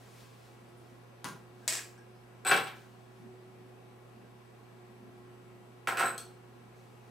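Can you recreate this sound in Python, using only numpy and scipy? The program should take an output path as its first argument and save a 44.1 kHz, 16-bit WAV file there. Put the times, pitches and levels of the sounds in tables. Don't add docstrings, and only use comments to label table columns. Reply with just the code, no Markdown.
import sys
import numpy as np
from scipy import signal
from scipy.io import wavfile
from scipy.ndimage import uniform_filter1d

SR = 44100
rng = np.random.default_rng(int(sys.argv[2]) if len(sys.argv) > 2 else 0)


def file_out(sig):
    cols = np.atleast_2d(sig).T
    lim = np.clip(cols, -1, 1)
    pcm = np.round(lim * 32767).astype(np.int16)
    wavfile.write(sys.argv[1], SR, pcm)


def nominal_scale(level):
    x = np.asarray(level, float) / 20
    return 10 ** x


N = 313330


def evened(x):
    return x / np.sqrt(np.mean(x ** 2) + 1e-20)


def read(points, hz):
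    f, value = np.transpose(points)
    return np.interp(np.log(hz + 1), np.log(f + 1), value)


def sides(pan_db):
    return nominal_scale(np.array([[pan_db / 2], [-pan_db / 2]]))


def add(mix, start_s, sound):
    part = mix[:, round(start_s * SR):][:, :sound.shape[1]]
    part += sound[:, :part.shape[1]]


# frequency in Hz, left-right difference in dB.
LEAN = [(60, 6), (240, -1.5), (950, 1.0), (3770, 1.5), (15000, 0)]


def noise(colour, same, patchy_db):
    frames, hz = N // 256 + 5, np.fft.rfftfreq(1024, 1 / SR)
    a, b, c, d, patches = rng.standard_normal((frames, 513, 5)).T
    patches = uniform_filter1d(patches, size=8, axis=0)
    patches = evened(uniform_filter1d(patches, size=20, axis=1))
    same = np.clip(read(same, hz), -1, 1)[:, None]
    left = a + 1j * b
    right = same * left + np.sqrt(1 - same ** 2) * (c + 1j * d)
    lean_db = read(LEAN, hz)[:, None] / 2
    level_db = read(colour, hz)[:, None] + patchy_db * patches
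    z = np.array([left, right]) * nominal_scale(level_db + np.array([lean_db, -lean_db]))
    return evened(signal.istft(z, nperseg=1024, noverlap=768)[1][:, :N])


# frequency in Hz, left-right correlation.
SAME = [(60, 0.48), (130, 0.65), (290, 0.45), (640, 0.083), (1410, 0.25), (3100, 0.11), (6820, 0.31),
        (15000, 0.4)]
# frequency in Hz, level in dB per Hz.
RUMBLE_COLOUR = [(15, -64), (25, -27), (64, -32.5), (88, -18), (118, -10), (166, -9), (226, -5),
                 (308, -6.5), (368, -4), (433, -7.5), (726, -10), (1200, -23.5), (1560, -50), (2640, -120)]


def rumble():
    return nominal_scale(-58.5) * noise(RUMBLE_COLOUR, SAME, patchy_db=-0.7)


# frequency in Hz, level in dB per Hz.
FIZZ_COLOUR = [(590, -17), (1000, -0.5), (1770, -6.5), (1910, -7), (2080, -10), (2250, -7), (3300, -13.5),
               (6180, -20.5), (6630, -23), (7700, -21.5), (11400, -23.5), (14800, -27), (16000, -39)]


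def fizz():
    return nominal_scale(-63) * noise(FIZZ_COLOUR, SAME, patchy_db=-0.8)


# frequency in Hz, level in dB, left-right difference in dB.
HUM = [(54.2, -81, -0.5), (120, -59, -4), (223, -75.5, -3), (840, -78, 11), (1083, -83, 0.5),
       (1241, -90, -1.5), (1940, -85, -6), (2190, -104, -24), (2720, -84, -1.5), (6150, -92.5, -1),
       (7827, -88.5, 10), (9862, -96, 13)]


def hum():
    t, out = np.arange(N) / SR, np.zeros((2, N))
    for k, (hz, db, pan_db) in enumerate(HUM):
        waver = np.interp(t, np.linspace(0, N / SR, num=90), rng.standard_normal(90))
        waver_db = 0.6 if k == 1 else 3.0
        level = nominal_scale(db + 3 + waver_db * waver)
        out += level * sides(pan_db) * np.sin(2 * np.pi * hz * t + k)
    return out


# time in seconds, frequency in Hz, level in dB.
FAN = [(0, 352, -92), (0.598, 354.8, -63), (1.1, 362.6, -69.5), (1.5, 361.8, -61), (2.2, 364, -62),
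       (2.8, 368, -67.5), (3.35, 369.9, -55.5), (4.2, 367, -65), (4.7, 363.9, -61), (5.35, 361, -57),
       (5.75, 363.5, -64.5), (6.3, 364, -59.5), (6.9, 365, -65), (7.1, 364, -64)]


def flutter_curve():
    slow = uniform_filter1d(rng.standard_normal(N), size=2000)
    return evened(uniform_filter1d(slow, size=2000))


def fan():
    s, *columns = np.transpose(FAN)
    hz, db = (np.interp(np.arange(N) / SR, s, c) for c in columns)
    octave_db = -74 + 0.3 * (db - np.median(db))
    flutter, drift = flutter_curve(), flutter_curve()
    phase = 2 * np.pi * np.cumsum(hz) / SR + 0.63 * drift
    blade = nominal_scale(db) * sides(-1.68) * np.sin(phase)
    octave = nominal_scale(octave_db) * sides(-1.64) * np.sin(2 * phase)
    return nominal_scale(2.5 + 1.03 * flutter) * (blade + octave)


# frequency in Hz, level in dB per Hz.
DUCT_COLOUR = [(130, -38), (180, -6), (226, 3.5), (275, -4.5), (340, -50.5)]


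def duct():
    grows_s, grows_db = (1.8, 3.5), 7
    level_db = -71.5 + np.interp(np.arange(N) / SR, grows_s, [0, grows_db])
    return nominal_scale(level_db) * noise(DUCT_COLOUR, SAME, patchy_db=5.0)


# peak in seconds, level in dB, rise in seconds, fall in seconds.
SLEEVE = [(.03, -69.5, .3, .2), (.22, -60, 0.33, .12), (.46, -64, 0.42, 0.29), (.70, -80, 0.055, 0.034),
          (.9, -70, 0.21, 0.2), (1.675, -64.5, .2, 0.0085), (2.76, -62, .02, .3), (3.2, -73, 0.23, 0.16),
          (6.58, -77, 0.38, 0.18), (6.78, -70, .05, .5), (7.09, -74, 0.13, .05)]
# frequency in Hz, level in dB per Hz.
SLEEVE_COLOUR = [(800, 0), (2000, 0.5), (4500, -1.5), (9000, -6), (15000, -13)]


def sleeves():
    t, level = np.arange(N) / SR, 0
    span_db = 18
    for s, db, rise_s, fall_s in SLEEVE:
        level = level + nominal_scale(db - span_db * np.maximum((s - t) / rise_s, (t - s) / fall_s))
    return level * noise(SLEEVE_COLOUR, [(1000, 0.96), (10000, 0.66)], patchy_db=0.6)


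# frequency in Hz, t60 in seconds.
ROOM = [(150, 0.93), (500, 0.46), (1400, 0.43), (3700, .42), (9700, 0.35), (16000, 0.45)]


def room(x):
    level_db, side_db = 4.5, -8
    early_db, early_s = 5.5, 0.067
    length = SR // 2
    t = np.arange(length) / SR
    hz, frame_s, z = signal.stft(rng.standard_normal((2, length)), SR, nperseg=128)
    decay = nominal_scale(-60 * frame_s / read(ROOM, hz)[:, None])
    tail = signal.istft(z * decay, SR, nperseg=128)[1][:, :length]
    tail *= np.clip(t / 0.0051 - 0.3, 0, 1)
    tail *= nominal_scale(early_db * np.exp(-t / early_s))
    mid, side = tail / np.linalg.norm(tail[0]) * nominal_scale(np.array([[level_db], [level_db + side_db]]))
    return signal.fftconvolve(x[None], np.array([mid + side, mid - side]), axes=1)[:, :len(x)]


def click(colour, lasts_s):
    log_gain = np.log(nominal_scale(read(colour, abs(np.fft.fftfreq(4096, 1 / SR)))))
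    clean = np.fft.ifft(np.exp(np.conj(signal.hilbert(log_gain)))).real[:2048]
    chatter = rng.standard_normal(512) * np.exp(-np.arange(512) / SR / lasts_s)
    rough = np.convolve(clean, chatter / np.linalg.norm(chatter))[:2048]
    return np.array([clean, rough]) / abs(rough).max()


def modes(table):
    hz, width_hz, db = np.transpose(table)[:, :, None]
    t = np.arange(SR // 3) / SR
    sense = (-1.) ** np.arange(len(table))[:, None]
    rise = np.clip(t * hz, 0, 1)
    envelope = sense * nominal_scale(db) * width_hz * rise * np.exp(-np.pi * width_hz * t)
    shape = (envelope * np.sin(2 * np.pi * hz * t)).sum(0)
    return shape / abs(shape).max()


# start in seconds, level in dB, pitch in Hz, t60 in seconds.
TICKS = [(.69, -66, 9720, .012), (.7761, -56, 9500, 0.0048), (1.284, -58, 170, 0.11),
         (1.328, -61.5, 140, 0.2), (1.627, -58, 1610, .045), (1.784, -45, 1677, 0.035),
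         (6.07, -69, 4260, 0.064), (1.9784, -59, 1627, 0.12), (1.9786, -66, 8570, 0.05),
         (1.9784, -55, 5500, 0.0029), (2.1535, -61, 5000, .005), (6.7692, -66, 6500, .004)]


def ticks():
    out = np.zeros((2, N))
    for s, db, hz, t60_s in TICKS:
        width_hz = np.log(1000) / np.pi / t60_s
        add(out, s, nominal_scale(db) * sides(1) * modes([(hz, width_hz, 0)]))
    return out + room(out.mean(0))


def drop(rows, crack, spot, ring, lasts_s, pan_db):
    tones_sent_db, ring_sent_db = -4.5, -8.5
    start, near, sent = rows[0][0], np.zeros((1, SR)), np.zeros((1, SR))
    knock, ringing = modes(spot), modes(ring)
    for s, crack_db, knock_db, ring_db in rows:
        clean, rough = nominal_scale(crack_db) * click(crack, lasts_s)
        body, bell = nominal_scale(knock_db) * knock, nominal_scale(ring_db) * ringing
        add(near, s - start, rough[None])
        add(near, s - start, (body + bell)[None])
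        add(sent, s - start, clean[None])
        add(sent, s - start, (nominal_scale(tones_sent_db) * body + nominal_scale(ring_sent_db) * bell)[None])
    no_bass = signal.butter(3, 120, "high", fs=SR, output="sos")
    return start, signal.sosfilt(no_bass, sides(pan_db) * near + room(sent[0]))


# start in seconds, crack in dB, counter knock in dB, ring in dB.
PART = [
    (1.2440, -24.5, -40, -30),
    (1.2450, -51, -34.5, -28.5),
    (1.2550, -53, -32.5, -62),
    (1.2682, -57, -39, -56),
    (1.2858, -58, -61, -37),
    (1.2885, -39, -51, -40),
]
# frequency in Hz, level in dB per Hz.
PART_CRACK = [(59, -37), (100, -18), (295, -8), (768, -18), (1060, -8), (1200, -14), (2930, -20),
              (7940, -24.5), (16000, -36)]
# frequency in Hz, width in Hz, level in dB.
PART_SPOT = [(146.3, 20, 5), (291, 31, -16), (844, 85, -4.5), (984, 107, -2), (1415, 38, -1),
             (1603, 23, -2.5), (1950, 60, -11.5)]
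# frequency in Hz, width in Hz, level in dB.
PART_RING = [(6500, 530, -5.5), (9500, 400, 2)]


def part():
    return drop(PART, PART_CRACK, PART_SPOT, PART_RING, lasts_s=0.00086, pan_db=4.0)


# start in seconds, crack in dB, counter knock in dB, ring in dB.
CELL = [
    (1.6783, -15, -40, -17),
    (1.6815, -18, -36, -15.5),
    (1.7248, -19.5, -50, -19),
    (1.7512, -36, -32, -29),
    (1.7545, -24, -59, -29),
    (1.7710, -28.5, -43, -33),
]
# frequency in Hz, level in dB per Hz.
CELL_CRACK = [(180, -44.5), (300, -14.5), (600, -8.5), (1250, -15), (1690, -3.5), (2400, -3.5),
              (3600, -9.5), (5600, -4), (7950, -3), (16000, -21.5)]
# frequency in Hz, width in Hz, level in dB.
CELL_SPOT = [(480, 49, -28), (1140, 250, -8.5), (1690, 48, -9.5), (2020, 150, -20), (2460, 60, -9)]
# frequency in Hz, width in Hz, level in dB.
CELL_RING = [(5500, 1000, -11), (7100, 1000, -13), (7890, 580, -0.5)]


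def cell():
    return drop(CELL, CELL_CRACK, CELL_SPOT, CELL_RING, lasts_s=0.0011, pan_db=4.0)


# frequency in Hz, width in Hz, level in dB.
CAP_RING = [(4045, 35, -13), (8055, 20, 4), (8155, 30, -10), (10700, 120, -34), (11820, 60, -22),
            (13550, 100, -28), (14700, 150, -34)]
# start in seconds, crack in dB, counter knock in dB, ring in dB.
CAP_FIRST = [(2.4492, -33.5, -30, -34.5), (2.4572, -31, -24, -41), (2.4663, -26, -25, -25),
             (2.4748, -24.5, -50, -19.5), (2.4925, -23, -20.5, -20.5), (2.5121, -13, -11.5, -31),
             (2.5190, -46, -17.5, -43), (2.5275, -27, -25.5, -46), (2.5390, -37, -18.5, -75),
             (2.5450, -31, -23, -39), (2.5520, -47, -26, -46), (2.5650, -25, -29, -56),
             (2.6695, -35, -61, -54)]
# frequency in Hz, level in dB per Hz.
CAP_CRACK = [(250, -34), (800, 7), (2000, 7), (3500, 2), (5000, -5.5), (6500, -13), (10000, -14),
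             (14000, -14.5), (16000, -21)]
# frequency in Hz, width in Hz, level in dB.
FIRST_SPOT = [(132, 29, -17), (177, 25, -22), (239, 40.1, -18), (325.7, 40, -15), (372, 43, -9.5),
              (491, 41, -13.5), (579, 13, -7.5), (681, 25, -14), (769, 11, 2), (984, 8.2, -19),
              (1060, 29, -11), (1082, 16, -3.5), (1314, 60, -9.5), (1353, 26, -0.5), (1414, 20, -3.5),
              (1516, 38, 0.5), (1693, 50, -9), (1760, 9.7, -11), (1930, 10, -27), (2180, 17, -41),
              (2325, 21, -5.5), (2610, 50, -11), (3332, 34, -16.5)]


def cap_first():
    return drop(CAP_FIRST, CAP_CRACK, FIRST_SPOT, CAP_RING, lasts_s=0.0046, pan_db=2.2)


# start in seconds, crack in dB, counter knock in dB, ring in dB.
CAP_AGAIN = [(5.8730, -20, -20, -58), (5.8808, -50, -32, -35.5), (5.8880, -30.5, -23, -68),
             (5.9000, -37, -37, -57), (5.9220, -30.5, -23, -60), (5.9718, -26, -27, -36.5),
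             (5.9810, -30, -24.5, -53), (5.9880, -28, -34, -31), (5.9955, -25, -22, -32.5),
             (6.0010, -39, -22, -31), (6.0085, -21.5, -21.5, -58), (6.0170, -45, -32, -39),
             (6.0260, -33.5, -22.5, -49), (6.0340, -44, -18.5, -37), (6.0555, -33, -24, -34),
             (6.0600, -43, -28, -28.5), (6.0690, -32, -36, -35), (6.0800, -42, -51, -31.5),
             (6.0920, -71, -45, -37)]
# frequency in Hz, level in dB per Hz.
AGAIN_CRACK = [(250, -29), (800, -9.5), (1500, 1), (2500, 1.5), (3300, -10.5), (5000, -14), (6500, -17),
               (10500, -19), (14000, -20), (16000, -25)]
# frequency in Hz, width in Hz, level in dB.
AGAIN_SPOT = [(170, 19, -15), (236, 40, -29), (317, 48, -13), (373, 21, -11), (437, 56, -13), (488, 15, -6),
              (557.5, 21, -6.5), (702, 28, -5), (780, 25, -4.5), (930, 38, -8), (1032, 17, -7),
              (1057, 16.6, -0.5), (1341, 59, 3), (1360, 30, -10), (1422, 14, 1.5), (1509, 32, 2.5),
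              (1670, 22, -1.5), (1717, 28, -12), (1890, 12, -8), (2160, 27, -29), (2330, 15, -26),
              (2610, 24, -14), (3177, 80, -47)]


def cap_again():
    return drop(CAP_AGAIN, AGAIN_CRACK, AGAIN_SPOT, CAP_RING, lasts_s=0.0028, pan_db=-1.2)


# start in seconds, crack in dB, counter knock in dB, ring in dB.
CAP_LIFT = [
    (6.1791, -33, -31.5, -33.5),
    (6.1840, -58, -57, -43),
    (6.2030, -66, -58, -54),
]
# frequency in Hz, level in dB per Hz.
LIFT_CRACK = [(1200, -53), (2500, 8), (4400, -0.5), (6500, 5.5), (9000, 7), (12000, -2), (16000, -8)]
# frequency in Hz, width in Hz, level in dB.
LIFT_SPOT = [(3230, 130, -4), (4360, 150, -3.5), (6240, 180, -6)]


def cap_lift():
    return drop(CAP_LIFT, LIFT_CRACK, LIFT_SPOT, CAP_RING, lasts_s=0.0013, pan_db=4.0)


def scene():
    mix = rumble() + fizz() + hum() + fan() + duct() + sleeves() + ticks()
    for thing in (part, cell, cap_first, cap_again, cap_lift):
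        add(mix, *thing())
    return mix


def low_pass(x):
    return signal.sosfilt(signal.butter(12, 17040, fs=SR, output="sos"), x)


def record(dry):
    drum_samples = 147
    now, delayed = np.zeros(drum_samples + 1), np.zeros(drum_samples + 1)
    now[0], delayed[-1] = 1, 1
    notched = signal.lfilter(now - 0.93 * delayed, now - 0.68 * delayed, dry)
    band_limit = signal.firwin(255, 15850, window=("kaiser", 7), fs=SR)
    limited = signal.oaconvolve(notched, band_limit[None], "same")
    return low_pass(limited * 0.89)


dry = scene()
out = record(dry)
file_out(out)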